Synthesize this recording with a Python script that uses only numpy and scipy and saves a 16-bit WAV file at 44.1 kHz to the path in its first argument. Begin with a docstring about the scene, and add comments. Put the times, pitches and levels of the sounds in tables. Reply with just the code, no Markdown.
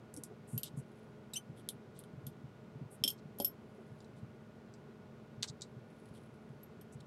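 """A small dry workshop, one microphone close to an opened tablet lying on a rubber bench mat.
A steady fan hums behind. Up close, gloves crease and rub, fingertips rock the tablet with soft thumps,
and clips and connectors click. A small metal screwdriver clinks as its shaft rings, squeaks once
by stick-slip and is laid down, its handle knocking the bench through the mat."""
import sys
import numpy as np
from scipy import signal
from scipy.fft import rfft, irfft
from scipy.io import wavfile

SR = 44100
rng = np.random.default_rng(int(sys.argv[2]) if len(sys.argv) > 2 else 0)


def file_out(sig):
    """Save sig as 16-bit WAV at sys.argv[1]."""
    # one column per channel
    cols = np.atleast_2d(sig).T
    # limit, then scale
    lim = np.clip(cols, -1, 1)
    pcm = np.round(lim * 32767).astype(np.int16)
    wavfile.write(sys.argv[1], SR, pcm)


N = 311346
AGE = np.arange(SR // 4) / SR  # time since a sound began [s]


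def undb(db):
    """Decibels to gain."""
    return 10 ** (np.asarray(db) / 20)


def unit(x):
    """Scale to an rms of 1."""
    return x / np.sqrt(np.mean(x ** 2))


def fade(t60):
    """Exponential decay, 60 dB down after t60 seconds."""
    return np.exp(-np.log(1000) * AGE / t60)


def add(out, s, sound):
    """Mix a sound in at time s."""
    i = int(np.clip(s * SR, 0, N - 1))
    out[i:i + len(sound)] += sound[:N - i]


def colour(x, points, size=1024):
    """Minimum-phase filter through (frequency [Hz], level [dB]) points."""
    hz, db = np.transpose(sorted(points))
    bins_hz = np.fft.rfftfreq(size, 1 / SR)
    log_gain = np.log(undb(np.interp(np.log(bins_hz + 1), np.log(hz), db)))
    cepstrum = irfft(log_gain)[:size // 2]
    cepstrum[1:] *= 2
    return signal.fftconvolve(x, irfft(np.exp(rfft(cepstrum, size))))


def burst(t60):
    """Dense modes dying together: decaying noise of unit energy."""
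    x = rng.standard_normal(len(AGE)) * fade(t60)
    return x / np.linalg.norm(x)


def walk(rate, size):
    """Smooth chance with a spread near 1, changing rate times a second."""
    steps = np.arange(size) * rate / SR
    return np.interp(steps, np.arange(size), rng.standard_normal(size))


def room(x, wet_db, t60, treble_t60=0.06, split_hz=9000, build_s=0.0027):
    """Direct sound plus a short tail off the bench and things nearby; the treble has its own decay."""
    tail = np.zeros(len(AGE))
    for band, band_t60 in (("low", t60), ("high", treble_t60)):
        sos = signal.butter(6, split_hz, band, fs=SR, output="sos")
        tail += signal.sosfilt(sos, rng.standard_normal(len(AGE))) * fade(band_t60)
    tail *= 1 - np.exp(-AGE / build_s)
    return x + undb(wet_db) * signal.fftconvolve(x, tail / np.linalg.norm(tail))[:N]


# moving air in the background: (frequency [Hz], relative spectral density [dB])
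AIR_SPECTRUM = [(15, -68.5), (25, -37), (39, -23), (107, -3), (193, -2), (221, -1.5), (281, -9.5),
                (410, -5.5), (523, -11.5), (631, -14.5), (1020, -19), (1410, -22), (1750, -26),
                (2120, -26.5), (15500, -53)]
# fan and motor tones: (frequency [Hz], rms level [dB], width of the wander [Hz])
FAN_TONES = [(119.3, -69, 12), (141.7, -66.5, 20), (221.8, -63, 2.4), (424.2, -70, 15), (618.3, -73, 10),
             (1446, -77, 4), (11400, -101, 4.9)]


def fan(air_db=-56.5):
    """Behind the bench, a steady rush of air with a few slightly wandering tones."""
    rush = colour(rng.standard_normal(N + SR), AIR_SPECTRUM, size=16384)[SR:SR + N]
    out = undb(air_db) * unit(rush)
    for hz, db, width in FAN_TONES:
        pitch = hz + width / 2 * walk(2 * width, N)
        out += undb(db) * unit(np.sin(2 * np.pi * np.cumsum(pitch) / SR))
    return out


# a hand reaching across, near the microphone: (time [s], length [s], level [dB])
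HAND_REACHES = [(0.827, 0.32, -83), (3.554, 0.57, -82), (5.85, 0.48, -78), (6.257, 0.41, -86.5)]
# thin rubber creasing: (frequency [Hz], level [dB])
GLOVE_SPECTRUM = [(800, -17), (2800, 5.5), (5000, 0), (7500, -3), (10500, 6.5), (13000, -14), (15500, -15)]


def gloves(creases_per_s=75, spread_db=6, brush_db=-6):
    """Flexing rubber creases in tiny ticks over a soft brushing."""
    out = np.zeros(N)
    creases = rng.random(N) < creases_per_s / SR
    strength = undb(spread_db * np.minimum(rng.exponential(size=N), 3))
    ticks = signal.fftconvolve(creases * strength, burst(t60=0.039))[:N]
    rustle = unit(ticks) + undb(brush_db) * rng.standard_normal(N)
    for s, length, db in HAND_REACHES:
        stroke = rustle[int(s * SR):][:int(length * SR)]
        add(out, s, undb(db) * colour(stroke * signal.windows.tukey(len(stroke), .4), GLOVE_SPECTRUM))
    return out


# what small parts radiate under a blunt and under a sharp contact: (frequency [Hz], level [dB])
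BLUNT_SPECTRUM = [(1200, -3), (2100, -3.5), (3100, -8), (3950, 1.5), (4900, -3.5), (7800, -6),
                  (9200, -19.5), (11000, -34.5), (13000, -39), (15500, -40)]
SHARP_SPECTRUM = [(1200, -63), (2300, -14), (3200, 12), (4500, -1), (6800, -5.5), (9000, 7), (11000, 5.5),
                  (12200, -4), (15500, -25)]


def small_part(low_hz, sharpness, rolloff_db_per_octave=38, floor_db=-45):
    """Spectrum of a small part: little below its lowest resonance, more treble for a sharper contact."""
    hz = np.geomspace(200, 16000, num=96)
    blunt = np.interp(hz, *np.transpose(BLUNT_SPECTRUM))
    sharp = np.interp(hz, *np.transpose(SHARP_SPECTRUM))
    octaves_below = np.maximum(np.log2(low_hz / hz), 0)
    rolloff = np.maximum(-rolloff_db_per_octave * octaves_below, floor_db)
    return list(zip(hz, blunt + sharpness * (sharp - blunt) + rolloff))


# gloves and parts sliding: (time [s], length [s], level [dB], lowest resonance [Hz], sharpness [0-1])
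SLIDES = [(0.465, 0.12, -56, 7140, 0.85), (0.634, 0.063, -50.5, 2670, 0.5), (0.758, 0.059, -56, 6800, 0.76),
          (1.554, 0.07, -68.5, 2910, 0.99), (1.937, 0.088, -63.5, 2900, 0.47),
          (2.899, 0.072, -53.5, 8800, 0.76), (3.172, 0.034, -62.5, 3940, 0.07),
          (4.152, 0.051, -70.5, 3300, 0.68), (5.434, 0.017, -37, 970, 0.), (5.47, 0.039, -41, 3820, 0),
          (6.135, 0.062, -66.5, 2800, 0.8), (6.916, 0.039, -57, 6550, 0.56),
          (7.001, 0.012, -56, 2980, 0.47)]


def rubs(grain_db=3.0, grains_per_s=700):
    """Sliding contact: a dense, uneven stream of tiny slips."""
    out = np.zeros(N)
    friction = unit(rng.standard_normal(N) * undb(grain_db * walk(grains_per_s, N)))
    for s, length, db, low_hz, sharpness in SLIDES:
        stroke = friction[int(s * SR):][:int(length * SR)]
        stroke = stroke * signal.windows.tukey(len(stroke), .6)
        add(out, s, undb(db) * colour(stroke, small_part(low_hz, sharpness)))
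    return out


# fingertips pressing the tablet into the mat: (time [s], level [dB], pitch [Hz])
PRESSES = [(0.169, -43.5, 284), (0.305, -47.5, 409), (0.526, -35, 130.2), (0.552, -36.5, 143.6),
           (0.767, -36, 141), (1.49, -41.5, 133.7), (2.128, -43.5, 140), (2.171, -43.5, 134),
           (2.233, -44, 139), (2.262, -40, 135.3), (2.434, -43, 132.2), (2.748, -41.5, 142),
           (2.808, -39, 134), (2.849, -44.5, 129), (3.01, -44, 149), (3.776, -49, 400), (3.911, -45, 143),
           (4.222, -40, 119.4), (5.371, -45, 121), (5.491, -43.5, 145), (5.76, -45.5, 133),
           (6.103, -44, 140), (6.496, -45, 140), (6.947, -42, 139)]


def thumps(light_rise_s=0.0097, firm_db=-39, doubling_db=6.5, wobble=0.11, nudges_per_s=0.99):
    """The tablet rocks on the mat, longer under a firm press; the shifting load bends its pitch."""
    out = np.zeros(N)
    # lighter touches in between, with the same columns as PRESSES
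    chance = rng.uniform(-1, 1, (int(nudges_per_s * N / SR), 2))
    nudges = [((k + .5 + shift / 2) / nudges_per_s, -48 + 3 * force, 146)
              for k, (shift, force) in enumerate(chance)]
    for s, db, hz in PRESSES + nudges:
        rise_s = light_rise_s * 2 ** (max(db - firm_db, 0) / doubling_db)
        swell = (AGE / rise_s * np.exp(1 - AGE / rise_s)) ** 2
        pitch = hz * (1 + wobble * walk(230, len(AGE)))
        phase = 2 * np.pi * np.cumsum(pitch) / SR
        overtone = undb(-10) * np.sin(1.7 * phase)
        add(out, s, undb(db) * swell * (np.sin(phase) + overtone))
    return out


def contact(crack=0.93, crack_t60=0.0053, body=0.59, body_t60=0.078):
    """A hard contact: one sharp push, a brief crack and the ring of nearby small parts."""
    x = crack * burst(crack_t60) + body * burst(body_t60)
    x[0] += .5
    return x / np.linalg.norm(x)


# clips and connectors, close up: (time [s], level [dB], lowest resonance [Hz], sharpness [0-1])
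SNAPS = [(0.1405, -23.5, 5560, 0.89), (0.1646, -18, 5520, 0.66), (0.1731, -22, 5530, 0.8),
         (0.2364, -12, 5500, 0.73), (0.634, -15.5, 2860, 1), (1.6888, -11.5, 3370, 1),
         (1.991, -20.5, 9000, 0.92), (2.0384, -37, 3100, 0.98), (2.269, -27.5, 3490, 1),
         (4.0049, -29.5, 3500, 0.02), (4.0457, -34, 3780, .2), (4.739, -24.5, 4820, 0.),
         (5.4259, -6, 3600, 0.1), (5.43, -1, 1100, 0.26), (5.6108, -22, 3720, 0.1),
         (5.6193, -6.5, 3860, 0.04)]


def clicks(ring_db=-37, ring_t60=0.039):
    """Clips, cable ends and the frame snap; each part rings briefly at its lowest resonance."""
    out = np.zeros(N)
    for s, db, low_hz, sharpness in SNAPS:
        spectrum = small_part(low_hz, sharpness)
        resonance_db = np.interp(low_hz, *np.transpose(spectrum))
        ring = fade(ring_t60) * np.sin(2 * np.pi * low_hz * AGE)
        add(out, s, undb(db) * colour(contact(), spectrum))
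        add(out, s, undb(db + resonance_db + ring_db) * ring)
    return out


# the screwdriver's handle landing: (time [s], level [dB], cutoff of the soft contact [Hz])
LANDINGS = [(3.044, -37, 388), (3.4, -37, 930)]
# modes of the bench top: (frequency [Hz], level [dB], t60 [s])
BENCH_MODES = [(208, -4.5, 0.1), (276, 1.5, 0.069), (392, -6, 0.18), (461, -2, 0.05), (572, 1, 0.1),
               (685, -1.5, 0.045), (820, -3.5, 0.074), (990, -6, .05)]


def knocks(attack_s=0.00064):
    """The handle rings the bench through the mat, which slows the attack."""
    out = np.zeros(N)
    attack = 1 - np.exp(-AGE / attack_s)
    for s, db, cutoff_hz in LANDINGS:
        for hz, mode_db, t60 in BENCH_MODES:
            ring = fade(t60) * np.sin(2 * np.pi * (hz * AGE + rng.random()))
            dulling = np.hypot(1, (hz / cutoff_hz) ** 4)
            add(out, s, undb(db + mode_db) * attack * ring / dulling)
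    return out


# the metal tip slipping twice: (time [s], length [s], share spent swelling [0-1],
# starting pitch [Hz], settled pitch [Hz], level [dB], scrape relative to the tone [dB])
TIP_SLIPS = [(1.3338, 0.0187, 0.16, 4060, 3740, -43, -7), (1.35, .037, 0.47, 2375, 3063, -39, -14)]
# the squeak's first four harmonics: (level [dB])
SQUEAK_HARMONICS = [-1, -2, -3.5, -8]


def squeak(jitter=0.02, glide_share=.42):
    """Stick-slip of metal on metal: each slip swells, glides in pitch and dies, with a little scrape."""
    out = np.zeros(N)
    scrape_spectrum = [(1200, -27), (2400, 1.5), (11500, 6.5), (15000, -10)]
    treble_rolloff = [(9500, 0.5), (12500, -6.5), (15000, -24)]
    for s, length, swell_share, start_hz, settled_hz, db, scrape_db in TIP_SLIPS:
        progress = np.clip(AGE / length, 0, 1)
        swell = np.sin(np.pi * np.interp(progress, [0, swell_share, 1], [0, .5, 1]))
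        glide_hz = np.interp(progress, [0, glide_share], [start_hz, settled_hz])
        pitch = glide_hz * (1 + jitter * walk(1300, len(AGE)))
        phase = 2 * np.pi * np.cumsum(pitch) / SR
        tone = sum(undb(level) * np.sin(k * phase) for k, level in enumerate(SQUEAK_HARMONICS, 1))
        scrape = colour(rng.standard_normal(len(AGE)), scrape_spectrum)[:len(AGE)]
        add(out, s, undb(db) * swell * (swell * tone + undb(scrape_db) * scrape))
    return colour(out, treble_rolloff)[:N]


# the screwdriver's clinks and the swells of its beating ring, close to the microphone:
# (time [s], tick level [dB], ring level [dB], tilt of the ring [dB/octave], grip [0-1])
SHAFT_RINGS = [(0.5782, -14.5, -49, 18.5, 0.68), (0.6326, -13.5, -47.5, 10.5, 0.94),
               (2.2671, -24, -45, 8.5, 1.), (3.0380, -10, -31.5, -7, 0.17), (3.0400, -5.5, -44, -5, 0.3),
               (3.0775, -11, -36.5, -5, 0.27), (3.081, -9, -44.5, 12.5, 0.6), (3.103, -18, -43.5, 3, 0.5),
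               (3.386, -28, -62, 17.5, 0.), (3.401, -10.5, -42, -2, 0.56), (3.414, -44.5, -52, 19, 0.),
               (3.4467, -11, -38.5, 13, 0.03), (6.6316, -39, -59, 18, 0.84), (6.812, -35.5, -59.5, 5, .7)]
# its three bending modes, each split in two: (frequency [Hz], t60 [s], partner [Hz], partner level [dB])
SHAFT_MODES = [(3188, .095, 3222, -7), (5350, .055, 5456, -7), (11733, .085, 11762, -10)]


def screwdriver(hard_rise_s=.0006, hard_db=-15, doubling_db=10, pivot_hz=6480, grip_damping=0.81):
    """The shaft ticks and rings; its split modes beat and the fingers damp them."""
    out = np.zeros(N)
    tick_spectrum = [(700, -58.5), (2000, -39), (2750, -2), (4500, -3.5), (6800, -5.5),
                     (8300, 0.5), (10500, 1), (12500, -7), (15500, -34.5)]
    free_db, muted_db = (1, 5.5, 4), (-2.5, -15.5, 0)  # per mode: a full grip mutes the second most
    for s, tick_db, ring_db, tilt, grip in SHAFT_RINGS:
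        tick = contact(crack=.65, crack_t60=.008, body=.45, body_t60=.07)
        add(out, s, undb(tick_db) * colour(tick, tick_spectrum))
        # entries with a faint tick rise slowly
        rise_s = hard_rise_s * 2 ** ((hard_db - tick_db) / doubling_db)
        attack = 1 - np.exp(-(AGE / rise_s) ** 2)
        for (hz, t60, partner_hz, partner_db), mode_db, grip_db in zip(SHAFT_MODES, free_db, muted_db):
            db = ring_db + mode_db + tilt * np.log2(hz / pivot_hz) + grip_db * grip ** 2
            decay = fade(t60 * (1 - grip_damping * grip))
            chatter = 1 + .3 * walk(350, len(AGE))  # the loose tip rattles in its holder
            ring = np.sin(2 * np.pi * hz * AGE) + undb(partner_db) * np.sin(2 * np.pi * partner_hz * AGE)
            add(out, s, undb(db) * attack * chatter * decay * ring)
    return out


def scene():
    """Close handling with little room around it, over the fan, in mono."""
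    clinks = room(screwdriver(), wet_db=-7.5, t60=0.1, treble_t60=0.083)
    handling = room(clicks() + rubs() + gloves(), wet_db=-9.5, t60=0.041, treble_t60=0.08)
    tip = room(squeak(), wet_db=-6.0, t60=0.06, treble_t60=0.079)
    thuds = room(thumps() + knocks(), wet_db=-14.5, t60=.17)
    return (fan() + thuds + handling + tip + clinks)[None]


def record(dry, low_cut_hz=46, top_hz=15800):
    """The microphone sheds the deep bass and the recorder cuts the top."""
    thin = signal.sosfilt(signal.butter(4, low_cut_hz, "high", fs=SR, output="sos"), dry)
    return signal.sosfilt(signal.ellip(10, .2, 70, top_hz, fs=SR, output="sos"), thin)


dry = scene()
out = record(dry)
file_out(out)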